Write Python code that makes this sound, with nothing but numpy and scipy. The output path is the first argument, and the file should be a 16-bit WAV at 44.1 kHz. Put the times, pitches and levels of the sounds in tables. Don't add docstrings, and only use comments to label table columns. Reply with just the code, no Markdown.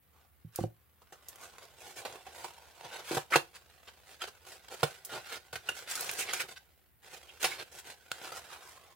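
import sys
import numpy as np
from scipy import signal
from scipy.fft import rfft, irfft
from scipy.io import wavfile
from scipy.ndimage import uniform_filter1d

SR = 44100
rng = np.random.default_rng(int(sys.argv[2]) if len(sys.argv) > 2 else 0)


def int16_out(signal):
    q = np.round(np.clip(np.atleast_2d(signal).T, -1, 1) * 32767)
    wavfile.write(sys.argv[1], SR, q.astype(np.int16))


N = 394694
TIME = np.arange(N) / SR
RING_SIZE = 2 ** 14
AGE = np.arange(RING_SIZE) / SR
HZ = np.maximum(np.fft.rfftfreq(RING_SIZE, 1 / SR), 1)

# [left-right likeness/0-1, scattered re direct sound/dB]
SOUND_ZONES = [(.93, -8), (.87, -4), (.65, 0)]


def from_db(db):
    return 10 ** (np.asarray(db) / 20)


def unit(x):
    channels = x.size / x.shape[-1]
    return x / np.sqrt(np.sum(x ** 2) / channels + 1e-20)


def blow(sound, db):
    return from_db(db) * unit(sound) * np.sqrt(.02 * SR)


def add(out, start, sound):
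    out[:, start:start + sound.shape[-1]] += sound[:, :N - start]


def in_time(rows):
    s, *columns = np.transpose(rows)
    return [np.interp(TIME, s, column) for column in columns]


def drift(knots_per_s):
    knots = rng.standard_normal(N // 20)
    return np.interp(TIME * knots_per_s, np.arange(len(knots)), knots)


def spectrum_db(points):
    hz, db = np.transpose(points)
    return np.interp(np.log(HZ), np.log(hz), db)


def causal(gain):
    cepstrum = irfft(np.log(gain + 1e-7))
    cepstrum[1:RING_SIZE // 2] *= 2
    cepstrum[RING_SIZE // 2 + 1:] = 0
    return irfft(np.exp(rfft(cepstrum)))


def through(x, response):
    return signal.fftconvolve(np.atleast_2d(x), np.atleast_2d(response), axes=-1)[:, :x.shape[-1]]


def pair(x, likeness):
    share = np.clip(likeness, 0, 1)
    return np.sqrt(share) * x[0] + np.sqrt(1 - share) * x[1:]


def rubbing(responses, slips_per_s=3400, size_db=2.5, judder_db=1.91, smooth=.55):
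    power = hand_power()
    total = power.sum(axis=0)
    level_db = 10 * np.log10(total)
    shares = np.sqrt(power / total)

    chance = slips_per_s / SR * from_db(0.27 * (level_db + 41.5))
    happens = rng.random(N) < chance
    sizes = happens * from_db(size_db * np.minimum(rng.exponential(1, N), 4))
    local_power = uniform_filter1d(sizes ** 2, size=1500).clip(0)
    slips = sizes / np.sqrt(local_power + .001)

    stroke = from_db(level_db + judder_db * drift(130)) / np.hypot(1, smooth)
    force = np.hypot(slips, smooth) * stroke * rng.standard_normal((3, N))
    out = np.zeros((2, N))
    for share, (likeness, scatter_db), response in zip(shares, SOUND_ZONES, responses):
        out += through(turning(share * pair(force, likeness), scatter_db), response)
    return out


def hand_power(lean=0.93, point=1):
    # [start t/s, length/s, flap/dB, body re flap/dB, fibre hiss re flap/dB]
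    strokes = [(0.119, 0.16, -72.5, 0.5, -3), (0.519, 0.16, -56.5, -13, 0.5), (1.374, 0.13, -56, -2.5, 2),
               (1.608, 0.05, -55, -2, -3), (1.765, 0.2, -54.5, -3, 0.5), (1.951, 0.075, -47.5, -3, 0),
               (1.99, 0.23, -53, 2, -3), (2.303, 0.22, -53.5, -3.5, 0), (2.828, 0.055, -49.5, 0, -8),
               (2.87, 0.17, -48, -5.5, -5.5), (3.031, .21, -44, -11.5, -1), (3.3, 0.094, -36.5, -3, -3),
               (3.537, 0.044, -50.5, -12, -3), (3.868, 0.038, -50, -7, -8), (4.056, 0.13, -56, -7, -2),
               (4.193, 0.075, -47, -9, -4), (4.268, 0.03, -47.5, -1.5, -3), (4.442, 0.15, -52.5, -5.5, 0.5),
               (4.697, 0.069, -48, -0.5, -1), (4.713, 0.3, -52.5, -7.5, -1.5),
               (5.06, 0.18, -47.5, -5.5, -4), (5.12, 0.076, -46, 3, -6), (5.222, 0.17, -48.5, -12, -4),
               (5.298, 0.089, -43, -6, -4), (5.643, 0.095, -49.5, -5, -5), (5.741, 0.08, -45.5, -10, 0.5),
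               (6.166, 0.082, -39, -10, 3), (6.272, 0.055, -40.5, -10.5, -12), (6.47, 0.073, -51, -6, -1),
               (6.556, 0.031, -49.5, -24.5, -6), (7.018, 0.1, -57, -7, -2), (7.099, 0.092, -50.5, -5.5, -1),
               (7.392, 0.1, -43, -10, 0.5), (7.464, 0.12, -42.5, -10, -4), (7.578, 0.064, -43, -5.5, -7),
               (7.708, 0.07, -53.5, -3.5, 2), (7.77, 0.043, -49.5, -7.5, 2), (7.838, 0.11, -49.5, -5.5, -2),
               (8.209, 0.11, -48, -3, -1.5), (8.341, 0.063, -47.5, -5, 1.5),
               (8.483, 0.1, -51.5, -8.5, -2.5), (8.6, 0.19, -60, -6.5, 3)]
    # [t/s, flap/dB]
    hold = [(0, -80), (.95, -79), (1.4, -60.5), (1.8, -64.5), (2.2, -61.5), (2.7, -61.5), (3.0, -56),
            (3.27, -67.5), (4.42, -65.5), (4.95, -63), (5.52, -66.5), (5.8, -54), (6.65, -71),
            (6.98, -82.5), (7.15, -60), (8.06, -66), (8.17, -54.5), (8.94, -64.5)]
    # [t/s, flap/dB, body re flap/dB, fibre hiss re flap/dB]
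    drag = [(5.86, -60.5, -12, -11), (5.895, -42, -22, 1.5), (6.01, -43, -5.5, 1), (6.15, -48.5, -6, 1),
            (6.27, -47, -5.5, -4), (6.42, -39.5, -12.5, 0), (6.47, -81, 22.5, -36)]
    hold_body_db, hold_fibre_db = -4.5, -2.5

    def zone_power(flap_db, body_db, fibre_db):
        return from_db([flap_db + body_db, flap_db, flap_db + fibre_db]).reshape(3, -1) ** 2

    dragging = (TIME > drag[0][0]) & (TIME < drag[-1][0])
    flap_db, = in_time(hold)
    holding = zone_power(flap_db, hold_body_db, hold_fibre_db)
    power = holding + dragging * zone_power(*in_time(drag))
    for s, length_s, *levels_db in strokes:
        progress = np.linspace(0, 1, round(length_s * SR))
        arch = np.abs(np.sin(np.pi * progress ** lean)) ** point
        add(power, round(s * SR), zone_power(*levels_db) * arch ** 2)
    return power


def snapping(responses, crack=1.1, ragged_db=4.5):
    # [t/s, flap/dB, body re flap/dB, fibre hiss re flap/dB, crumble energy decay/ms]
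    snaps = [(1.018, -67, 2.5, -0.5, 4.4), (1.123, -55, 1.5, -0.5, 8.3), (1.583, -54.5, -5.5, -2, 0.89),
             (2.0506, -41, 1, -5, 6.2), (2.265, -50.5, 1, -5, 11), (2.443, -46, 1.5, -0.5, 5.3),
             (2.81, -55, -1, -6, 0.69), (3.113, -38.5, -4, -2.5, 11), (3.147, -40.5, -5, 2, 6.8),
             (3.17, -37.5, 4.5, -4, 3.6), (3.3572, -23, -5.5, -6.5, 4.4), (4.218, -42, -7, -2.5, 4.7),
             (4.239, -44, -5.5, -16, 2.3), (4.683, -53, -7, -3.5, 2.4), (4.8313, -29, 2, -4.5, 3.4),
             (5.528, -43, -2, -3, 8.8), (5.556, -39.5, -7.5, -4.5, 4.1), (5.689, -40.5, -1.5, 0, 3.5),
             (5.912, -51.5, -1, 12.5, 1.9), (5.954, -59.5, -10.5, 21, 1.9), (6.093, -36.5, -13.5, -8, 2),
             (6.333, -34, -9.5, 1, 4.9), (6.402, -38, -15.5, -1.5, 4), (7.428, -35, -8.5, 1.5, 5.3),
             (7.442, -25.5, -7, -3.5, 8.3), (8.116, -37.5, -9, -3, 0.56), (8.216, -54, 1, -13, 1),
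             (8.318, -47, 0, -2, 8)]
    out = np.zeros((2, N))
    for s, flap_db, body_db, fibre_db, crumble_ms in snaps:
        raggedness = from_db(ragged_db * rng.standard_normal(RING_SIZE))
        breaks = rng.standard_normal((3, RING_SIZE)) * raggedness
        crumble = unit(breaks * np.exp(-AGE * 1000 / (2 * crumble_ms)))
        for share_db, (likeness, scatter_db), response in zip((body_db, 0, fibre_db), SOUND_ZONES, responses):
            force = pair(crumble, likeness) + crack / crumble_ms * (AGE == 0)
            ring = through(through(force, scatter(scatter_db)), response)
            add(out, round(s * SR), blow(ring, flap_db + share_db))
    return out


def box_responses(body_top_hz=1085, flap_top_hz=5040):
    # [f/Hz, width/Hz, height/dB]
    resonances = [(363, 60, 4.5), (471, 210, 5.5), (769, 110, 3), (1477, 220, 6)]
    # [f/Hz, relative density/dB per Hz]
    card_spectrum = [(40, -44.5), (110, -8), (240, -13.5), (380, -6.5), (780, 0), (1100, -2.5),
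                     (2400, -0.5), (4500, -1), (8000, -6.5), (16000, -16)]
    colour_db = spectrum_db(card_spectrum)
    for hz, width_hz, height_db in resonances:
        colour_db = colour_db + height_db / (1 + (2 * (HZ - hz) / width_hz) ** 2)
    below_body, below_flap = [1 / (1 + (HZ / hz) ** 6) for hz in (body_top_hz, flap_top_hz)]
    shares = [below_body, (1 - below_body) * below_flap, 1 - below_flap]
    return [unit(causal(from_db(colour_db) * np.sqrt(share))) for share in shares]


def flexing(x, width_hz=150):
    # [t/s, f/Hz, height/dB]
    flex = [(1.45, 1170, 10), (2.1, 620, -1), (2.45, 950, 9), (2.9, 890, 8.5), (4.2, 1320, 2),
            (5.3, 1420, 6.5), (5.85, 1460, 4), (6.15, 2300, 2.5), (7.5, 1900, -2), (8.2, 1400, 7),
            (8.7, 1080, 12)]
    hz, height_db = in_time(flex)
    turn = np.exp(2j * np.pi * np.cumsum(hz) / SR)
    pole = np.exp(-np.pi * width_hz / SR)
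    ring = 2 * np.real(turn * signal.lfilter([1 - pole], [1, -pole], x / turn))
    return x + (from_db(height_db) - 1) * ring


def squeaking(width_hz=260):
    # [t/s, length/s, first f/Hz, last f/Hz, level/dB]
    squeaks = [(3.319, 0.038, 1750, 1378, -25), (3.32, 0.039, 2314, 2454, -26.5),
               (6.203, 0.041, 2630, 2184, -38.5), (6.273, 0.0376, 2490, 1734, -43.5),
               (6.392, 0.026, 2370, 2100, -35.5), (7.278, 0.036, 2910, 2890, -53),
               (7.507, 0.035, 2104, 2160, -42)]
    out = np.zeros((2, N))
    narrow = signal.butter(2, width_hz, fs=SR, output="sos")
    for s, length_s, first_hz, last_hz, db in squeaks:
        progress = np.minimum(AGE / length_s, 1)
        phase = 2 * np.pi * np.cumsum(first_hz + (last_hz - first_hz) * progress) / SR
        grip = signal.sosfilt(narrow, rng.standard_normal((2, RING_SIZE)))
        rasp = np.sin(np.pi * progress) * (grip[0] * np.sin(phase) + grip[1] * np.cos(phase))
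        add(out, round(s * SR), blow(through(rasp, scatter(db=0.5)), db))
    return out


def creaking(wander=0.041):
    # [t/s, swell time to crest/s, low mode f/Hz, level/dB, high mode f/Hz, level/dB]
    creaks = [(4.21, 0.0096, 1310, -43.5, 3140, -41.5), (5.687, 0.0032, 1470, -38, 2776, -32.5)]
    out = np.zeros((2, N))
    for s, swell_s, low_hz, low_db, high_hz, high_db in creaks:
        swell = (AGE / swell_s) ** 2 * np.exp(-2 * AGE / swell_s)
        for hz, db in ((low_hz, low_db), (high_hz, high_db)):
            unsteady_hz = hz * (1 + wander * drift(510)[:RING_SIZE])
            phase = 2 * np.pi * np.cumsum(unsteady_hz) / SR
            add(out, round(s * SR), blow(through(swell * np.sin(phase), scatter(db=-5)), db))
    return out


def ticking(edge_hz=5800):
    # [t/s, level/dB, amplitude decay/ms]
    ticks = [(.559, -38.5, 4.4), (1.285, -44, 7.3), (1.358, -56, 3), (5.049, -41, 9.6), (5.9, -48, 3),
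             (6.008, -36, 3), (6.046, -50, 3), (6.113, -42, 4), (6.137, -45, 3.5)]
    out = np.zeros((2, N))
    thin = signal.butter(2, edge_hz, "high", fs=SR, output="sos")
    for s, db, decay_ms in ticks:
        spit = pair(rng.standard_normal((3, RING_SIZE)), likeness=.5) * np.exp(-AGE * 1000 / decay_ms)
        add(out, round(s * SR), blow(signal.sosfilt(thin, spit), db))
    return out


def thudding():
    # [t/s, level/dB, softness as cut-off f/Hz]
    thuds = [(0.447, -45, 188), (0.5884, -33.5, 826), (0.61, -34, 215), (0.6385, -30.5, 630),
             (5.533, -54, 138)]
    # [f/Hz, level/dB, t60/s]
    thud_modes = [(113, -5.5, 0.19), (162, -6.5, 0.11), (209, -3.5, 0.03), (347, 2.5, 0.057),
                  (419, -2.5, 0.043), (498, 1, 0.038), (706, 2, 0.04), (1620, -1, 0.02)]
    out = np.zeros((2, N))
    for s, db, soft_hz in thuds:
        ring = softened(struck(thud_modes), soft_hz)
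        add(out, round(s * SR), blow(through(ring, scatter(db=-0.5)), db))
    return out


def buckling(puff_hz=148, puff_t60_s=.055, panel_t60_s=.068, panel_low_hz=308):
    # [t/s, level/dB, softness as cut-off f/Hz, air puff re level/dB]
    thumps = [(3.11, -35, 410, -20.5), (3.131, -40, 405, -23.5), (3.145, -39.5, 460, -14),
              (3.168, -35.5, 510, -7), (3.357, -25.5, 760, -14.5), (4.8298, -27.5, 604, -7)]
    # [f/Hz, level/dB]
    panel_modes = [(346, 0), (393, -3), (468, 4.5), (538, 2), (722, 2), (845, -4)]
    out = np.zeros((2, N))
    radiated = signal.butter(2, panel_low_hz, "high", fs=SR, output="sos")
    for s, db, soft_hz, puff_db in thumps:
        ring = softened(struck([(hz, mode_db, panel_t60_s) for hz, mode_db in panel_modes]), soft_hz)
        ring = signal.sosfilt(radiated, ring)
        puff = softened(struck([(puff_hz, 0, puff_t60_s)]), puff_hz)
        add(out, round(s * SR), blow(through(ring, scatter(db=-8)), db) + blow(puff, db + puff_db))
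    return out


def struck(modes):
    ring = np.zeros(RING_SIZE)
    for hz, db, t60_s in modes:
        decay = from_db(db + rng.normal(0, 1.5) - 60 * AGE / t60_s)
        ring += decay * np.cos(2 * np.pi * hz * AGE)
    return ring


def softened(ring, soft_hz):
    return signal.sosfilt(signal.butter(4, soft_hz, fs=SR, output="sos"), ring)


def turning(x, scatter_db, size=3072):
    out, fade = np.zeros((2, N)), signal.get_window("hann", size)
    for start in range(0, N - size // 2, size // 2):
        piece = x[:, start:start + size]
        faded = piece * fade[:piece.shape[1]]
        add(out, start, signal.fftconvolve(faded, scatter(scatter_db), axes=-1))
    return out


def scatter(db, size=2048):
    return unit((AGE[:size] == 0) + from_db(db) * tail(t60_s=0.021, delay_s=0.00076, size=size))


def tail(t60_s, delay_s, apart_hz=450, size=RING_SIZE):
    age = AGE[:size]
    envelope = from_db(-60 * age / t60_s) * (1 - np.exp(-(age / delay_s) ** 2))
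    mid, side = rng.standard_normal((2, size)) * envelope
    pole = np.exp(-2 * np.pi * apart_hz / SR)
    side = signal.lfilter([pole, -pole], [1, -pole], side)
    return unit(np.array([mid + side, mid - side]))


def room_tone(level_db=-65.5):
    # [f/Hz, relative density/dB per Hz]
    room_spectrum = [(25, -36.5), (50, -8.5), (78, 2.5), (98, -9.5), (125, -10), (250, -18.5), (800, -28),
                     (2000, -24.5), (6000, -44), (11000, -27.5), (16000, -21.5)]
    air = pair(rng.standard_normal((3, N)), likeness=0.2)
    return from_db(level_db) * through(air, unit(causal(from_db(spectrum_db(room_spectrum)))))


def scene(rub_db=1.5, room_db=-10, pan_db=1.0):
    responses = box_responses()
    card = flexing(from_db(rub_db) * rubbing(responses) + snapping(responses))
    box = card + squeaking() + creaking() + ticking() + thudding() + buckling()
    room = from_db(room_db) * through(box, tail(t60_s=0.19, delay_s=0.0034))
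    return (box + room) * from_db([[-pan_db], [pan_db]]) + room_tone()


def record(dry, bass_hz=45, cutoff_hz=15850):
    ports = np.array([np.append(0, dry[0, :-1]), dry[1]])
    thinned = signal.sosfilt(signal.butter(2, bass_hz, "high", fs=SR, output="sos"), ports)
    return signal.sosfilt(signal.ellip(10, .1, 70, cutoff_hz, fs=SR, output="sos"), thinned)


dry = scene()
out = record(dry)
int16_out(out)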